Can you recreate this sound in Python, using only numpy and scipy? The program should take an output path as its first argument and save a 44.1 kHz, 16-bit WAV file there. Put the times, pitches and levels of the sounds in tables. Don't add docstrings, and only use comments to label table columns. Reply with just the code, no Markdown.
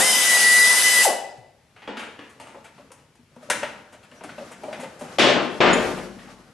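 import sys
import numpy as np
from scipy import signal
from scipy.fft import rfft, irfft, next_fast_len
from scipy.io import wavfile
from scipy.ndimage import uniform_filter1d, minimum_filter1d, map_coordinates

SR = 44100
rng = np.random.default_rng(int(sys.argv[2]) if len(sys.argv) > 2 else 0)


def invert_db(level):
    return 10 ** (np.asarray(level, dtype=float) / 20)


def generate_wav(sig):
    pcm = np.round(np.clip(np.atleast_2d(sig).T, -1, 1) * 32767).astype(np.int16)
    wavfile.write(sys.argv[1], SR, pcm)


N = 287973

SHUT_S = 1.046
# (frequency [Hz], likeness [-1..1])
ROOM_ALIKE = [(60, 0.2), (200, 1), (1000, 0.73), (4000, 0.7), (12000, 0.5)]


def ratchet():
    # (frequency [Hz], level difference [dB])
    air_side = [(60, 5), (230, 8.6), (870, 1.8), (3310, 2.8), (12600, 1.59)]
    # (time [s], peak [dB], frequency [Hz], t60 [s])
    flares = [(1.05, -19, 2010, .15), (1.071, -12, 805, .06), (1.095, -23, 600, .05),
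              (1.092, -23, 1085, 0.092), (1.12, -24, 710, .3), (1.235, -34.5, 1992, 0.28),
              (1.4, -54, 1995, 0.55)]
    shut = np.maximum(np.arange(N) / SR - SHUT_S, 0)
    whine = vane_whine()
    puffs, thin = coasting_puffs(shut)
    air = exhaust(shut)
    far = filtered(whine[:52000], lambda f: invert_db(along(((2100, -13), (2900, -2)), f)))
    wet = garage(far + invert_db(-7.5) * air[0, :len(far)])
    wet = wet + invert_db(-4.5) * garage(thin + 0.44 * puffs * (shut < .2))
    modes = damped_notes(flares, rise=0.0122, rough=.01, size=SR // 2)
    return leaning(whine + puffs + air + wet + modes, air_side)


def vane_whine():
    # (time [s], vane rate [Hz], whine [dB])
    motor = [(0.0, 839.3, -29.5), (0.03, 1001, -21), (0.055, 1030, -23), (0.19, 1001, -24),
             (0.356, 978.5, -19.5), (0.538, 980.3, -14), (0.86, 1002, -19), (1.022, 987, -17),
             (1.036, 1010, -35.5)]
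    # (time [s], depth [dB], half length [s])
    nulls = [(0.046, 5, .01), (0.129, 14, 0.01), (0.235, 4, 0.023), (.77, 3, .05), (.812, 12, 0.015),
             (0.907, 6, .02)]
    # (multiple of vane rate, level at 1000 Hz [dB], slope [dB per percent of speed])
    vane_orders = [(1, -41.5, 1.5), (3, -31.5, 2), (4, -46, -5.5), (5, -30, .8), (6, -37, 3.5),
                   (7, -53, -4.5), (8, -34, 2), (9, -40, 4.5), (10, -37.5, -4), (11, -37.5, -2.3)]
    sway_db, whine_sway_db = 1.7, .8
    t = np.arange(N) / SR
    hz, whine_db, on = curves(motor)
    for s, depth_db, half in nulls:
        whine_db = whine_db - depth_db * np.exp(-((t - s) / half) ** 2)
    turn = 2 * np.pi * np.cumsum(hz * (1 + 0.0022 * wobble(60))) / SR
    sway = wobble(14)
    whine = invert_db(whine_db + 3.0 + whine_sway_db * wobble(30)) * np.sin(2 * turn)
    speed_percent = np.clip(hz / 10 - 100, -3, 2)
    for k, db, slope_db in vane_orders:
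        level_db = db + slope_db * speed_percent + sway_db * np.roll(sway, -k * 9000)
        whine = whine + invert_db(level_db) * np.sin(k * turn)
    return on * whine


def coasting_puffs(shut):
    # (delay [s], gain)
    walls = [(.024, .3), (.046, 0.45), (.07, .15)]
    coast_hz, coast_s = 1079, .04
    level_db, rise_s, fade_s = -12.5, 0.01, 0.033
    turn = 2 * np.pi * coast_hz * coast_s * (1 - np.exp(-shut / coast_s))
    swell = np.minimum(shut / rise_s, 1) ** 2 * np.exp(-(shut / fade_s) ** 2) * (shut < .12)
    puffs = swell * invert_db(level_db + 1.1 * wobble(400)) * (np.sin(turn) + 0.089 * np.sin(2 * turn))
    thin = np.pad(filtered(puffs[:60000], lambda f: band(f, 410, 1400)), (0, N - 60000))
    puffs = puffs + sum(gain * np.roll(thin, round(delay * SR)) for delay, gain in walls)
    return puffs, thin


def exhaust(shut):
    # (frequency [Hz], level [dB per Hz])
    hiss = [(710, -50), (1200, -23), (1850, -12.5), (1940, -12), (2300, -13.5), (4620, -15), (5000, -12),
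            (5460, -14), (10100, -10), (12000, -14), (12600, -54), (16400, -83), (22000, -120)]
    roar = [(35, -78.5), (120, -24), (235, -7.5), (366, -9.5), (440, -3), (777, -1), (1110, -3.5),
            (1800, -3), (2340, -35.5), (3960, -120)]
    # (frequency [Hz], likeness [-1..1])
    air_alike = [(60, 0.55), (200, 0.95), (600, 1), (2000, 0.31), (8000, 0.82), (12300, 0.37)]
    surge_db, surge_s, drain_db_per_s = 3.5, 0.014, 203
    kick_db, kick_s = 12.5, 0.017
    t = np.arange(N) / SR
    hiss_db = -20 + surge_db * np.exp(-((t - SHUT_S) / surge_s) ** 2) - drain_db_per_s * shut
    roar_db = -30 + kick_db * np.exp(-t / kick_s) + 3 * np.exp(-t / .25) - 60.0 * shut
    air = rush(hiss, air_alike, patchy_db=2.0, size=52000) * invert_db(hiss_db + 0.5)
    air = air + rush(roar, air_alike, patchy_db=1.5, size=52000) * invert_db(roar_db - 2.5)
    return air * np.clip((.12 - shut) / 0.032, 0, 1)


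def knocks():
    # (time
    # [s], click or swish [dB], dull part over it [dB], bright part over it [dB])
    arch_hits = [(2.5461, -41.5, 11, -30), (2.9044, -46.5, 6, -21), (2.9169, -41.5, 2, 5.5),
                 (3.154, -52.5, 3, 0), (3.3603, -48.5, 12.5, -4), (3.4306, -51, -10, 1),
                 (3.4996, -10, -6.5, 0.5), (3.6214, -30.5, 5, -20), (3.6307, -15, -7, -18),
                 (4.1135, -38.5, -6, -14), (4.2085, -37, 2, -22), (4.2363, -30.5, 3, -6.5),
                 (4.2925, -30.5, -10, -22), (4.38, -37.5, 9.5, -21), (4.7282, -24.5, -10, -16),
                 (4.7978, -33, 6.5, -5.5), (4.8348, -28.5, 4.5, -11), (5.7329, -25, -14, -2),
                 (5.1865, -6.5, 0, -19), (5.428, -36, -10, -10)]
    clatter = [(1.7622, -37.5, -8, -32.5), (1.8198, -34.5, -4, -33), (1.875, -26, 3, -45),
               (1.9696, -24, -9, -16), (1.9948, -25, -10, -15), (2.0291, -36.5, 2.5, -11),
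               (2.1898, -29, -3, -30), (2.3985, -31.5, -1.5, -8), (2.4691, -36, -2, -11),
               (6.1875, -37, -14, -20), (1.887, -31, 4.5, -40), (5.641, -8, -3, -24),
               (5.783, -20.5, 3.5, -30), (5.0105, -33, 5, -4), (4.634, -34.5, 9.5, -8)]
    swishes = [(1.37, -64, -10, 14), (1.985, -31, -6, -15), (2.2915, -48, -18, 1),
               (2.6401, -34.5, -8, -8.5), (2.775, -42.5, 4.5, -20), (3.922, -38.5, 1.5, -5),
               (4.027, -41.5, -12, -7), (4.5094, -33, -3, -4.5), (5.9704, -28.5, 0.5, -11),
               (6.27, -42, 3, -20), (2.98, -50, -1, -11), (3.42, -48.5, -3, -3), (4.8, -35.5, -8, -0.5),
               (4.99, -41, -3, 3)]
    # (frequency [Hz], width [Hz], level [dB])
    box = [(252, 96, -3), (445, 112, 0), (867, 300, 3)]
    # (time [s], peak [dB], frequency [Hz])
    panel = [(2.545, -37.5, 543), (2.569, -38, 550), (2.795, -41, 600), (2.906, -44, 529),
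             (3.362, -42, 518), (3.428, -38, 610), (3.488, -33, 570), (3.504, -23.5, 613),
             (3.539, -28.5, 577), (3.63, -20, 598), (3.684, -35, 590), (3.945, -43, 610),
             (4.12, -46.5, 595), (4.21, -40, 630), (4.237, -41, 641), (4.29, -41, 600), (4.381, -27, 608),
             (4.409, -30, 549), (4.636, -27, 622), (4.682, -24.5, 610), (4.727, -27.5, 616),
             (4.78, -34.5, 608), (4.829, -28, 530), (4.859, -32, 529), (5.011, -29.5, 604)]
    bumps = [(1.88, -44, 265), (1.972, -36, 242), (2.021, -40, 317), (2.107, -50, 286), (2.188, -49.5, 298),
             (2.549, -58, 265), (2.796, -46, 271), (3.191, -46, 239), (3.365, -40.5, 243), (3.5, -36, 207),
             (3.571, -41, 314), (3.721, -48, 282), (4.123, -48, 239), (4.245, -35.5, 281.5),
             (4.393, -43, 221), (4.474, -42, 246), (4.541, -46, 224), (4.642, -36.5, 267),
             (4.709, -40, 219), (4.791, -32.5, 241), (4.866, -38, 242), (5.016, -35.5, 249)]
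    # (time [s], peak [dB], frequency [Hz], t60 [s])
    floor_thuds = [(1.382, -43, 123, 0.22), (5.19, -29.5, 140, 0.91), (5.607, -27, 190, 1.5),
                   (5.187, -36, 38, .7), (5.187, -35, 75, 0.57), (5.2, -32, 150, .6), (.28, -53.5, 60, .12),
                   (1.05, -56, 45, .4), (5.61, -35, 48, 2)]
    panel_t60, bump_t60 = .125, 0.16
    sheet = damped_notes([(*row, panel_t60) for row in panel], rise=0.003, rough=0.041)
    sheet = sheet + damped_notes([(*row, bump_t60) for row in bumps], rise=0.0031)
    sheet = sheet + invert_db(-13) * garage(sheet)
    hits = contacts(arch_hits, box, rise=0.00031, ring=1.8, t60=0.15, wet_db=-5.0, pan_db=3.0)
    hits = hits + contacts(clatter, box, rise=0.00074, ring=0.68, t60=0.12, wet_db=2.0, pan_db=2.0)
    hits = hits + contacts(swishes, box, rise=0.06, ring=0.4, t60=0.095, wet_db=-5.5, pan_db=2.5)
    thuds = damped_notes(floor_thuds, rise=0.0045, rough=0.0285, size=SR) * invert_db([[3.5], [-3.5]])
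    return hits + thuds + sheet * invert_db([[1.2], [-1.2]])


def blows():
    # (time [s], strength [dB], shudder t60 [s], brightness [dB per octave], rise [s])
    strikes = [
        (5.184, -1, 0.053, 4.5, .003),
        (5.357, -16, 0.17, -21, 0.00029),
        (5.604, -1.5, 0.17, -1, 0.00039),
    ]
    # (frequency [Hz], level [dB per Hz])
    heavy = [(18, -72), (30, -59), (229, -4.5), (407, 1.5), (439, -1), (473, -2.5), (593, 2.5), (800, -5.5),
             (1170, -5), (1360, -5), (3100, -8), (7270, -30.5), (12000, -47), (15600, -105.5),
             (22000, -120)]
    # (frequency [Hz], level [dB], t60 [s])
    drum_first = [(345, -8.5, 1.4), (592, 0, 0.66), (700, -10, 3.6), (885, -11, 0.69), (1061, -9, 0.77),
                  (1193, -12, 0.56), (1766, -3, 0.34), (1955, -19, 0.68), (2277, -22, 0.92),
                  (2700, -15, 1.4), (2870, -8, 0.38), (2960, -13, 0.68), (3117, -9, 0.53), (3370, -4, 0.41)]
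    drum_second = [(242, -12, 1.7), (358.5, -5, 0.75), (443, 2.5, 0.36), (585, -13, 0.86), (940, -16, 0.42),
                   (1084, -15, 0.6), (1200, -1.5, 0.43), (1400, -22, 0.54), (1550, -18, 0.6),
                   (1701, -20, 1.0), (2099, -4.5, 0.26), (2150, -11, 0.5), (2400, -26, 0.85),
                   (2611, -18, 0.58)]
    # (frequency [Hz], level difference [dB])
    blow_side = [(60, 2.5), (170, 12), (510, 5.5), (1480, 2.5), (4330, 1.5), (12600, 1.5)]
    out, t = 0, np.arange(SR) / SR
    lead = 2000
    for (s, db, t60, tilt_db, rise), drum in zip(strikes, (drum_first, drum_first, drum_second)):
        def colour(f):
            return invert_db(along(heavy, f) + tilt_db * np.log2(np.maximum(f, 1500) / 1500))

        def placed(x):
            return invert_db(db) * np.pad(x, [(0, 0)] * (x.ndim - 1) + [(round(s * SR), N)])[..., :N]

        attack = np.minimum(t / rise, 1)
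        noise = filtered(paired(rng.standard_normal((2, SR)), ROOM_ALIKE), colour)
        shudder = 0.47 * unit(noise) * invert_db(-60 * t / t60) * attack
        ring = 0
        for hz, level_db, life in drum:
            level_db = level_db + rng.normal(0, 1)
            ring = ring + invert_db(level_db - 60 * t / min(life, 1.0)) * np.sin(2 * np.pi * hz * t)
        ring = 0.22 * ring / np.abs(ring).max() * attack
        click = np.eye(1, SR + lead, lead + 30 + round(rise * SR))[0]
        impact = filtered(click, colour)[lead:]
        out = out + placed(shudder + ring + 0.95 * impact / np.abs(impact).max())
        out = out + garage(placed(invert_db(25.5) * impact / np.linalg.norm(impact) + 1.7 * ring))
    return leaning(out, blow_side)


def pings():
    # (time [s], level [dB], frequency [Hz], t60 [s])
    steel_parts = [(1.876, -37, 3300, .06), (1.879, -33, 850, .12), (1.887, -33, 480, .15),
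                   (1.894, -36, 900, .1), (1.9705, -35, 3000, .05), (1.992, -38, 3100, .06),
                   (2.191, -42, 3300, .06), (2.192, -38, 480, .1), (4.237, -36, 800, .06),
                   (2.399, -44, 980, .1), (3.502, -22, 1900, .15), (3.503, -23, 1500, .15),
                   (3.51, -24, 1680, .17), (3.632, -30, 1850, .12), (4.292, -36, 1480, .07),
                   (4.383, -42, 2650, .06), (4.64, -43, 2300, .08), (5.345, -31, 4850, .06),
                   (5.74, -33, 6990, .35), (5.731, -19, 6980, .08), (5.732, -32, 8750, .06)]
    # (time [s], frequency [Hz], width [Hz], level [dB], half length [s])
    slip = (4.182, 5850, 150, -57, .035)
    s, hz, width_hz, db, half = slip
    squeak = np.sin(2 * np.pi * np.cumsum(hz + width_hz * wobble(300)) / SR)
    swell = np.clip(1 - np.abs(np.arange(N) / SR - s) / half, 0, 1)
    ping = damped_notes(steel_parts[:-2], rise=0.00042, rough=0.079)
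    ping = ping + damped_notes(steel_parts[-2:], rise=0.0011, rough=0.078)
    ping = ping + invert_db(-11) * garage(ping)
    return ping + invert_db(db) * squeak * swell


def background():
    # (time [s], level [dB])
    rub = [(1.7, -70), (1.95, -60), (2.8, -59.5), (3.26, -81), (3.43, -54), (3.6, -48), (3.75, -55.5),
           (4.03, -63), (4.39, -47), (4.6, -53), (4.75, -48.5), (4.93, -53.5), (5.12, -45.5), (5.3, -52.5),
           (5.62, -43), (5.86, -35), (6.1, -47.5), (6.53, -58.5)]
    # (frequency [Hz], level [dB per Hz])
    dull_colour = [(24, -53), (40, -9), (239, 7.5), (315, 0.5), (527, 3), (1110, -7.5), (1500, -11),
                   (1950, -53), (3300, -120)]
    bright_colour = [(710, -16.5), (1200, -0.5), (2770, -10), (3540, -12), (5680, -12.5), (9200, -19),
                     (11800, -20.5), (12600, -69), (16400, -75), (22000, -120)]
    room_colour = [(12, -30.5), (20, -9), (136, 3), (203, -7.5), (783, -16), (1270, -17), (2240, -17),
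                   (9880, -28), (11600, -28), (12600, -32), (16400, -71), (22000, -120)]
    rub_db, on = curves(rub)
    lumps = on * invert_db(rub_db + 1.5 * wobble(25))
    dull = invert_db(2.0) * rush(dull_colour, [(100, 1.0), (2000, 1.0)], patchy_db=-2.0)
    bright = invert_db(-1.0) * rush(bright_colour, [(2000, 0.51), (12000, 0.41)], patchy_db=.8)
    ducked_db = -8 * np.clip((SHUT_S - np.arange(N) / SR) / .03, 0, 1)
    tone = rush(room_colour, [(50, 1.0), (500, 0.92), (10000, 0.27)], patchy_db=.6)
    tone = invert_db(-59.5 + ducked_db) * tone
    return (lumps * (dull + bright) + tone) * invert_db([[1.2], [-1.2]])


def contacts(table, body, rise, ring, t60, wet_db, pan_db):
    # (frequency [Hz], width [Hz], level [dB])
    socket = [(1620, 750, 5), (2045, 35, 16.5), (2770, 1430, 6.5), (5000, 500, -14), (9300, 1600, -2.5)]
    s, db, dull_db, tick_db = np.transpose(table)
    t = np.arange(SR // 4) / SR
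    shock = rng.standard_normal((len(s), 3, len(t))) * np.minimum(t / rise, 1)
    shock = shock * invert_db(-60 * t / (t60 * np.array([[.6], [1], [.8]])))

    def voices(f):
        steel = 1.1 + ring * resonant(socket)(f)
        dull = resonant(body)(f) * band(f, 118, 1090)
        click = steel * band(f, 400, 3550) * band(f, 150, 6500)
        tick = steel * band(f, 4340, 12650) ** 2
        return np.array([dull, click, tick])

    parts = filtered(shock, voices)
    parts = parts / np.abs(parts).max(axis=2, keepdims=True)
    levels = invert_db(db[:, None] - 3.0 + np.transpose([dull_db, 0 * db, tick_db]))
    hits = np.sum(parts * levels[..., None], axis=1)
    dry = np.zeros((2, N + SR))
    for k, hit in enumerate(hits):
        dry[k % 2, round(s[k] * SR):][:len(t)] += hit
    wet = garage(dry[0, :N]) + garage(dry[1, :N])
    return (dry.sum(axis=0)[:N] + invert_db(wet_db) * wet) * invert_db([[pan_db / 2], [-pan_db / 2]])


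def damped_notes(table, rise, rough=0.029, size=SR // 4):
    x, t = np.zeros(N + SR), np.arange(size) / SR
    for s, db, hz, t60 in table:
        drift = np.cumsum(rng.standard_normal(len(t))) * rough
        envelope = invert_db(db - 60 * t / max(t60, .01)) * np.minimum(t / rise, 1)
        x[round(s * SR):][:len(t)] += envelope * np.sin(2 * np.pi * hz * t + drift)
    return x[:N]


def rush(spectrum, alike, patchy_db, size=N):
    z = signal.stft(rng.standard_normal((2, size)), nperseg=1024)[2]
    field = uniform_filter1d(rng.standard_normal(z.shape[1:]), size=12, axis=0)
    field = uniform_filter1d(field, size=4, axis=1)
    pair = signal.istft(z * invert_db(patchy_db * unit(field)), nperseg=1024)[1][:, :size]
    return np.pad(unit(paired(pair, alike, spectrum)), ((0, 0), (0, N - size)))


def garage(x):
    # (frequency [Hz], t60 [s])
    room_t60 = [(60, 0.32), (170, 1.2), (300, 0.79), (700, 0.72), (2000, 0.64), (5000, 0.58), (11000, 0.36)]
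    hz, t, z = signal.stft(rng.standard_normal((2, SR)), SR, nperseg=256)
    decay = invert_db(-60 * t / along(room_t60, hz)[:, None])
    tail = paired(signal.istft(z * decay, SR, nperseg=256)[1], ROOM_ALIKE)
    tail = tail * np.minimum(np.arange(tail.shape[1]) / (0.0038 * SR), 1)
    tail = np.pad(tail, ((0, 0), (150, 0)))
    first, last = np.flatnonzero(x)[[0, -1]]
    wet = signal.fftconvolve(x[None, first:last + 1], tail / np.linalg.norm(tail[0]), axes=1)
    return np.pad(wet, ((0, 0), (first, N)))[:, :N]


def paired(pair, alike, spectrum=((1, 0),)):
    def mid_side(hz):
        turn = np.arccos(np.clip(along(alike, hz), -1, 1)) / 2
        return invert_db(along(spectrum, hz)) * [np.cos(turn), np.sin(turn)]

    mid, side = filtered(pair, mid_side)
    return np.array([mid + side, mid - side])


def leaning(x, balance):
    return filtered(x, lambda hz: invert_db(along(balance, hz) * [[.5], [-.5]]))


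def resonant(modes):
    def response(f):
        total = 0
        for k, (c, w, db) in enumerate(modes):
            total = total + (-1) ** k * invert_db(db) * 1j * f * w / (c * c - f * f + 1j * f * w)
        return total
    return response


def band(f, lo_hz, hi_hz):
    return resonant([(np.sqrt(lo_hz * hi_hz), hi_hz - lo_hz, 0)])(f) ** 2


def filtered(x, response):
    m = next_fast_len(x.shape[-1] + SR // 4)
    return irfft(rfft(x, m) * response(np.fft.rfftfreq(m, 1 / SR)), m)[..., :x.shape[-1]]


def along(points, hz):
    f, v = np.transpose(points)
    return np.interp(np.log(hz + 1), np.log(f + 1), v)


def curves(rows):
    s, *cols = np.transpose(rows)
    t = np.arange(N) / SR
    return [np.interp(t, s, c) for c in cols] + [(t >= s[0]) * (t <= s[-1])]


def wobble(rate):
    knots = rng.standard_normal(int(N * rate / SR) + 4)
    return map_coordinates(knots, [np.arange(N) * rate / SR])


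def unit(x):
    return x / np.sqrt(np.mean(x ** 2) + 1e-20)


def starved(x):
    starved_hz, starved_db = 7500, -40
    hz, _, z = signal.stft(x, SR, nperseg=1024)
    power = np.mean(np.abs(z) ** 2, axis=0) + 1e-16
    bands = np.repeat(power[:-1].reshape(32, 16, -1).sum(axis=1), 16, axis=0)
    share_db = uniform_filter1d(10 * np.log10(bands / power.sum(axis=0)), size=3, axis=1)
    lost = np.clip((starved_db - share_db) / 2, 0, 1) * (hz[:-1, None] > starved_hz)
    return signal.istft(z * np.pad(1 - lost, ((0, 1), (0, 0))), SR, nperseg=1024)[1][:, :N]


def scene():
    return ratchet() + knocks() + blows() + pings() + background()


def low_pass(x):
    return signal.sosfilt(signal.butter(12, 13210, fs=SR, output="sos"), x)


def record(dry):
    level = np.sqrt(np.abs(uniform_filter1d(np.mean(dry ** 2, axis=0), size=600)))
    gain = minimum_filter1d(np.minimum(1, invert_db(-12.5) / (level + 1e-9)), size=900)
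    held = dry * uniform_filter1d(gain, size=700)
    held = held / (1 + np.abs(held / .95) ** 6) ** (1 / 6)
    top_hz = 12400
    mix = filtered(starved(held), lambda hz: np.clip((top_hz - hz) / 500, 0, 1) * hz ** 2 / (hz ** 2 + 45 ** 2))
    return low_pass(mix)


dry = scene()
out = record(dry)
generate_wav(out)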